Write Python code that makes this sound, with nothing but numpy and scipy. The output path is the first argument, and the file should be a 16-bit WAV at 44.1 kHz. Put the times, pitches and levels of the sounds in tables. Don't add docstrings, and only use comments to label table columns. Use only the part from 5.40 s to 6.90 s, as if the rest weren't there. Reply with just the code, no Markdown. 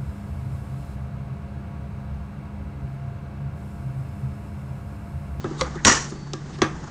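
import sys
import numpy as np
from scipy import signal
from scipy.fft import rfft, irfft, next_fast_len
from scipy.io import wavfile
from scipy.ndimage import uniform_filter1d, map_coordinates

SR = 44100
rng = np.random.default_rng(int(sys.argv[2]) if len(sys.argv) > 2 else 0)


def unload_wav(signal):
    wavfile.write(
        sys.argv[1],
        SR,
        np.round(np.clip(np.atleast_2d(signal).T, -1, 1) * 32767).astype(np.int16),
    )


def convert_level_to_amplitude(level_db):
    exponent = np.asarray(level_db, float) / 20
    return 10 ** exponent


N = 66150

# multiple of the hum, level in dB.
SHAFT_ORDERS = [(1 / 3, -19.5), (2 / 3, -18.5)]
# time in seconds, level in dB.
WHINE_LEVEL = [
    (0, -58),
    (.04, -58),
    (.06, -80),
    (.72, -80),
    (.75, -55.5),
    (.92, -55.5),
    (.935, -80),
]
# frequency in Hz, level in dB per Hz.
AIR_COLOUR = [(100, -10.5), (170, -1), (330, -11), (840, -28), (1950, -26.5), (2400, -33), (6500, -34.5),
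              (8000, -41.5), (9800, -56)]
HUM_HZ, HUM_DB, HUM_SWAY_DB, HUM_DRIFT_HZ = 144.3, -36.5, 1.8, 2.2
WHINE_HZ, AIR_DB, AIR_SWAY_DB = 4500, -37.5, 1.2

# time in seconds, rub level in dB.
RUB_PRESSURE = [(0.0, -49), (.14, -48), (0.27, -45), (0.434, -43), (.62, -59), (0.738, -53), (.86, -50),
                (0.99, -56.5), (1.1, -49.5), (1.306, -47), (1.39, -47.5), (1.5, -44)]
# frequency in Hz, level in dB per Hz.
RUB_COLOUR = [(240, -4.5), (400, -17), (587, -6.5), (863, 5.5), (934, 0.5), (1760, -5.5), (2330, -28.5),
              (7000, -15), (9500, -51), (12400, -60.5), (20900, -120)]
# start in seconds, length in seconds, level in dB, centre in Hz, width in Hz.
SCRAPES = [
    (0.16, 0.085, -42, 3800, 1300),
    (0.162, 0.094, -42.5, 6400, 2800),
    (0.167, 0.1, -38.5, 1160, 503),
    (0.226, .07, -40, 1470, 500),
    (0.348, 0.079, -41.5, 1750, 507),
    (0.685, 0.036, -44, 5800, 4000),
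    (1.116, 0.068, -48.5, 3500, 4050),
]
# time in seconds, throb level in dB.
GRIP_PRESSURE = [(0.0, -44), (0.054, -58.5), (0.212, -38.5), (0.238, -31), (0.496, -50), (0.542, -35),
                 (0.696, -52), (0.764, -41), (0.822, -60), (0.872, -43), (1.026, -68), (1.052, -45),
                 (1.206, -45), (1.236, -32), (1.26, -54), (1.348, -40), (1.366, -39), (1.5, -54)]
# frequency in Hz, level in dB per Hz.
GRIP_COLOUR = [(20, -18), (40, 15.5), (65, 31.5), (100, 21.5), (125, -30.5)]
GRIP_HZ, GRIP_DRIFT_HZ, RUMBLE_DB = 63.7, 6, -60.5

# start in seconds, then bright tick, hollow thud, lid ring and rattle, each in dB.
KNOCKS = [(0.0428, -36.5, -16, -31.5, -26), (0.109, -61, -27, -45, -55), (0.168, -55, -33, -46, -58),
          (0.2107, -16, -22, -37, -29.5), (0.355, -41, -25, -57, -47), (0.72, -45.5, -28, -48, -42),
          (0.755, -48, -42, -45.5, -53), (.934, -24, -23, -33.5, -43), (1.051, -53, -55, -54, -47.5),
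          (1.143, -48, -44, -50.5, -50), (1.1871, -38.5, -32.5, -39, -45), (1.218, -15, -8.5, -15, -17.5)]
# frequency in Hz, level in dB per Hz.
TICK_COLOUR = [(900, -26.5), (2000, -9), (3000, -7), (3600, 2), (4500, -4.5), (6300, -5.5), (9800, -24)]
# frequency in Hz, level in dB per Hz.
RATTLE_COLOUR = [(260, -38.5), (450, -4), (1360, -6), (1600, -6), (2810, -21), (3140, -24), (9000, -30),
                 (11700, -66), (19800, -120)]
# frequency in Hz, level in dB, 60 dB decay in seconds.
LID_MODES = [(1163, -7, .22), (1626, -5, .2), (1781, -10, .18), (2202, -13, .12), (2455, -18, .2),
             (2649, -12, .14), (3058, -19, .2), (3456, -19, .16), (3725, -20, .17), (4167, -21, .13),
             (4452, -19, .12), (4759, -21, .16), (6212, -23, .13), (6675, -26, .15)]
# frequency in Hz, level in dB, 60 dB decay in seconds.
WHEEL_MODES = [(777, -9, 0.066), (1073, 4.5, 0.025), (1940, 5, 0.019), (2350, -6.5, 0.01), (3363, 1, .03),
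               (4290, -6, 0.022), (5780, -6, 0.066), (6264, -4.5, 0.049)]
# frequency in Hz, level in dB, 60 dB decay in seconds.
BODY_MODES = [(99, -11, 0.17), (224.3, -5, 0.094), (317.8, -11, 0.3), (361, 9.5, 0.037),
              (523.4, -12.5, 0.093), (1277, -1, 0.027)]
TICK_RISE_S, TICK_T60 = 0.0002, 0.022
LONG_RATTLE_DB, LONG_RATTLE_T60, CHATTER_T60 = -4, 0.24, 0.12
THUD_RISE_S, RING_RISE_S, THUD_LAG_S = 0.0031, 0.006, 0.002136
HARD_DB, DULLING, RATTLE_DULLING = -13.5, 0.54, 0.82

# frequency in Hz, 60 dB decay in seconds.
ROOM_DECAY = [(200, 0.25), (1200, 0.37), (4000, 0.22), (9000, 0.36)]
ROOM_DB, WALL_DELAY_S = -11.5, 0.0088

# seconds after the first, level in dB.
GEAR_SKIPS = [
    (0, 0),
    (.003, -5.5),
    (.0065, -1),
    (.0095, -10.5),
]
# frequency in Hz, level in dB, 60 dB decay in seconds.
GEAR_MODES = [(519, -2.5, 0.068), (1167, 5, 0.033), (1440, -5, 0.024), (2080, 1, 0.016), (3306, -4, 0.018),
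              (3940, -10, 0.013), (5640, -10.5, 0.022)]
GEAR_S, GEAR_DB = 0.2105, -19

# frequency in Hz, level in dB per Hz.
CRACK_COLOUR = [(400, -23), (900, -8), (2100, 5), (2800, -2), (3500, -3.5), (4150, 3), (5100, -7.5),
                (8100, -4.5), (9900, -19.5)]
# time in seconds, level in dB.
TEAR_FORCE = [
    (0.455, -6.5),
    (0.461, -21),
    (0.472, -10),
    (.49, -12.5),
    (0.523, -16.5),
    (.6, -30),
    (0.669, -41),
    (0.76, -54.5),
    (.84, -68.5),
]
# frequency in Hz, level in dB per Hz.
TEAR_COLOUR = [(180, -14.5), (300, -7.5), (650, -13), (1100, -8.5), (1900, -10.5), (2500, -15.5),
               (3700, -18), (4500, -15.5), (5900, -10.5), (7030, -9), (9840, -41), (12800, -65)]
# frequency in Hz, width in Hz, level in dB.
SHIVER_MODES = [(526, 11, -11), (927.6, 29, 0), (1096, 14, 1), (1182, 30, -0.5), (1375, 46, -8),
                (1479, 6.7, 2), (1780, 34, -5), (1924, 25, 3), (2970, 88, -15), (5000, 25, -12),
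                (5745, 90, -3), (6070, 100, -2.5), (6700, 17, -14.5), (7120, 60, -8.5)]
# start in seconds, level in dB, brightness in dB per octave.
RIPS = [(.4665, -23, 0), (.4705, -6, -2.5), (.4735, -16.5, -1.5), (.4785, -11.5, -0.5), (.4805, -0.5, -1),
        (.485, -9, -2), (.4935, -13, -4.5), (.4968, -10.5, -4.5), (.5005, -21.5, -8), (.5065, -27, 7),
        (.5145, -6, -1)]
# start in seconds, level in dB.
JOLTS = [
    (.452, -17),
    (.462, -17),
    (.474, -14.5),
    (0.488, -22),
    (.586, -31.5),
    (0.658, -54),
]
# frequency in Hz, level in dB, 60 dB decay in seconds.
JOLT_MODES = [(101.4, -0.5, 0.11), (208, 1.5, 0.087), (260.4, -0.5, 0.09), (376, -1.5, 0.04),
              (537, -7.5, 0.14), (1096, 1, 0.17)]
SNAP_S, CRACK_DB, CRACK_T60 = 0.4488, 0, 0.023
SECOND_CRACK_LAG_S, SECOND_CRACK_DB = 0.005, -8
SQUEAK_HZ, SQUEAK_DB, SQUEAK_GROW_S = 6480, -25, 0.004
SLIPS_PER_S, SLIP_SPREAD_DB, SLIP_DB = 1200, 2, -8
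TEAR_SURGE_DB, RIP_T60 = 1.1, 0.0095
SHIVER_DB, SHIVER_FADE_DB_PER_S = -1, -32

# frequency in Hz, level in dB.
OVERLOAD_BAND = [(9500, -60), (10300, 0), (15800, 0), (16200, -18), (20000, -22)]
# frequency in Hz, level in dB.
UPPER_EDGE = [(9300, -0.5), (9900, -3.5), (10250, -49), (10600, -90)]
OVERLOAD_S, OVERLOAD_DB = 0.451, -22
DUCK_DB, DUCK_S = -16, 0.11
LIMIT, OVERSHOOT, REACT_S = 0.86, 0.35, 0.005


def unit(x):
    return x / np.sqrt(np.mean(x ** 2) + 1e-20)


def along(points, hz):
    f, value = np.transpose(points)
    return np.interp(np.log(hz + 1), np.log(f + 1), value)


def curve(rows):
    return np.interp(np.arange(N) / SR, *np.transpose(rows))


def wobble(rate):
    return map_coordinates(rng.standard_normal(N // 40), [np.arange(N) * rate / SR])


def filtered(x, response):
    size = next_fast_len(len(x) + SR // 4)
    return irfft(rfft(x, size) * response(np.fft.rfftfreq(size, 1 / SR)), size)[:len(x)]


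def noise(points, size=N):
    return unit(filtered(rng.standard_normal(size), lambda hz: convert_level_to_amplitude(along(points, hz))))


def ring(modes, rise_s, scatter_db, tilt_db=0):
    t = np.arange(SR // 3) / SR
    out = np.zeros(len(t))
    for hz, db, t60 in modes:
        level = db + tilt_db * np.log2(hz / modes[1][0]) + scatter_db * rng.standard_normal()
        phase = 0.15 * rng.standard_normal()
        out += convert_level_to_amplitude(level - 60 * t / t60) * np.sin(2 * np.pi * (hz * t + phase))
    return (1 - np.exp(-t / rise_s)) * out


def burst(points, t60, rise_s=0.00063):
    t = np.arange(SR // 3) / SR
    return noise(points, size=len(t)) * convert_level_to_amplitude(-60 * t / t60) * (1 - np.exp(-t / rise_s))


def add(track, s, x):
    part = track[round(s * SR):][:len(x)]
    part += x[:len(part)]


def appliance():
    t = np.arange(N) / SR
    turn = 2 * np.pi * np.cumsum(HUM_HZ + HUM_DRIFT_HZ * wobble(14)) / SR
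    out = convert_level_to_amplitude(HUM_DB + 3 + HUM_SWAY_DB * wobble(14.3)) * np.sin(turn)
    for order, db in SHAFT_ORDERS:
        out += convert_level_to_amplitude(HUM_DB + 3 + db + 2.5 * wobble(14.3)) * np.sin(order * turn)
    out += convert_level_to_amplitude(curve(WHINE_LEVEL) + 1.2 * wobble(20)) * np.sin(2 * np.pi * WHINE_HZ * t)
    return out + convert_level_to_amplitude(AIR_DB + AIR_SWAY_DB * wobble(12.11)) * noise(AIR_COLOUR)


def handling():
    out = convert_level_to_amplitude(curve(RUB_PRESSURE) + 3.7 * wobble(59.55)) * noise(RUB_COLOUR)
    for s, length, db, hz, width in SCRAPES:
        stroke = signal.windows.tukey(round(length * SR), 0.9)
        band = filtered(rng.standard_normal(SR // 8), lambda f: 1 / (1 + (2 * (f - hz) / width) ** 2))
        level = convert_level_to_amplitude(db + 1.8 * wobble(100)[:len(stroke)])
        add(out, s, level * unit(band)[:len(stroke)] * stroke)
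    throb = np.sqrt(2) * np.sin(2 * np.pi * np.cumsum(GRIP_HZ + GRIP_DRIFT_HZ * wobble(9.88)) / SR)
    return out + convert_level_to_amplitude(curve(GRIP_PRESSURE)) * throb + convert_level_to_amplitude(RUMBLE_DB) * noise(GRIP_COLOUR)


def knocks():
    out = np.zeros(N)
    for s, tick_db, thud_db, ring_db, rattle_db in KNOCKS:
        rattle = burst(RATTLE_COLOUR, CHATTER_T60, rise_s=0.0024)
        rattle += convert_level_to_amplitude(LONG_RATTLE_DB) * burst(RATTLE_COLOUR, LONG_RATTLE_T60, rise_s=0.004)
        rattle_tilt = RATTLE_DULLING * min(rattle_db - HARD_DB, 0)
        rattle = filtered(rattle, lambda hz: convert_level_to_amplitude(rattle_tilt * np.log2(1 + hz / 1500)))
        ring_tilt = DULLING * min(ring_db - HARD_DB, 0)
        metal = ring(LID_MODES, RING_RISE_S, 1.2, ring_tilt)
        metal += ring(WHEEL_MODES, 0.0006, 1.2, ring_tilt)
        tick = burst(TICK_COLOUR, TICK_T60, TICK_RISE_S)
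        add(out, s, convert_level_to_amplitude(tick_db) * tick + convert_level_to_amplitude(rattle_db) * rattle + convert_level_to_amplitude(ring_db) * metal)
        add(out, s + THUD_LAG_S, convert_level_to_amplitude(thud_db) * ring(BODY_MODES, THUD_RISE_S, scatter_db=1))
    return out


def kitchen(x):
    hz, t, z = signal.stft(rng.standard_normal(SR // 2), SR, nperseg=256)
    decay = convert_level_to_amplitude(-60 * t / along(ROOM_DECAY, hz)[:, None])
    tail = signal.istft(z * decay, SR, nperseg=256)[1]
    delayed = np.pad(x, (round(WALL_DELAY_S * SR), 0))
    return signal.fftconvolve(delayed, tail / np.linalg.norm(tail))[:N]


def gear():
    out = np.zeros(N)
    for after, db in GEAR_SKIPS:
        add(out, GEAR_S + after, convert_level_to_amplitude(GEAR_DB + db) * ring(GEAR_MODES, 0.00016, scatter_db=3.5))
    return out


def squeak():
    t = np.arange(N) / SR
    swell = np.exp(np.minimum(t - SNAP_S, 0) / SQUEAK_GROW_S) * (t < SNAP_S)
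    return convert_level_to_amplitude(SQUEAK_DB) * swell * np.sin(2 * np.pi * SQUEAK_HZ * t)


def crack():
    out = np.zeros(N)
    add(out, SNAP_S, convert_level_to_amplitude(CRACK_DB) * burst(CRACK_COLOUR, CRACK_T60))
    add(out, SNAP_S + SECOND_CRACK_LAG_S, convert_level_to_amplitude(CRACK_DB + SECOND_CRACK_DB) * burst(TEAR_COLOUR, CRACK_T60))
    return out


def lid_response(f):
    total = 0
    for k, (centre, width, db) in enumerate(SHIVER_MODES):
        loss = 1j * f * width
        total = total + (-1) ** k * convert_level_to_amplitude(db) * loss / (centre * centre - f * f + loss)
    return total


def tear():
    t = np.arange(N) / SR
    chance = rng.random(N)
    size = rng.exponential(size=N) * rng.choice([-1, 1], N)
    slip_level = convert_level_to_amplitude(np.minimum(SLIP_SPREAD_DB * abs(size), 14))
    slips = (chance < SLIPS_PER_S / SR) * np.sign(size) * slip_level
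    drive = rng.standard_normal(N) + convert_level_to_amplitude(SLIP_DB) * unit(slips)
    force = convert_level_to_amplitude(curve(TEAR_FORCE) + TEAR_SURGE_DB * wobble(130.1))
    force *= np.clip((t - TEAR_FORCE[0][0]) / 0.0018, 0, 1)
    force *= np.clip((TEAR_FORCE[-1][0] - t) / 0.018, 0, 1)
    tearing = unit(filtered(drive, lambda f: convert_level_to_amplitude(along(TEAR_COLOUR, f))))
    shiver_level = convert_level_to_amplitude(SHIVER_DB + SHIVER_FADE_DB_PER_S * np.maximum(t - 0.52, 0))
    out = force * (tearing + shiver_level * unit(filtered(drive, lid_response)))
    for s, db, bright_db in RIPS:
        colour = [(hz, level + bright_db * np.log2(hz / 2500)) for hz, level in TEAR_COLOUR]
        add(out, s, convert_level_to_amplitude(db) * burst(colour, RIP_T60))
    return out


def jolts():
    out = np.zeros(N)
    for s, db in JOLTS:
        add(out, s, convert_level_to_amplitude(db) * ring(JOLT_MODES, THUD_RISE_S, scatter_db=1.2))
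    return out


def scene():
    background = appliance() + handling()
    hits = knocks() + gear()
    snap = squeak() + crack() + tear() + jolts()
    return (background + hits + convert_level_to_amplitude(ROOM_DB) * kitchen(hits) + snap)[None]


def top_cut(x):
    return signal.sosfilt(signal.butter(12, 20000, fs=SR, output="sos"), x)


def record(dry):
    level = np.sqrt(abs(uniform_filter1d(dry[0] ** 2, round(DUCK_S * SR))))
    x = dry[0] / np.sqrt(1 + (level / convert_level_to_amplitude(DUCK_DB + 8)) ** 2)
    top = LIMIT + OVERSHOOT * (np.arange(N) / SR < SNAP_S + REACT_S)
    x = x / (1 + abs(x / top) ** 8) ** (1 / 8)
    x = np.pad(x, 512, "reflect")
    x = filtered(x, lambda hz: convert_level_to_amplitude(along(UPPER_EDGE, hz)))[512:-512]
    click = -convert_level_to_amplitude(OVERLOAD_DB) * (np.arange(N) == round(OVERLOAD_S * SR))
    x += filtered(click, lambda hz: convert_level_to_amplitude(along(OVERLOAD_BAND, hz)))
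    return top_cut(x[None])


dry = scene()
out = record(dry)
unload_wav(out)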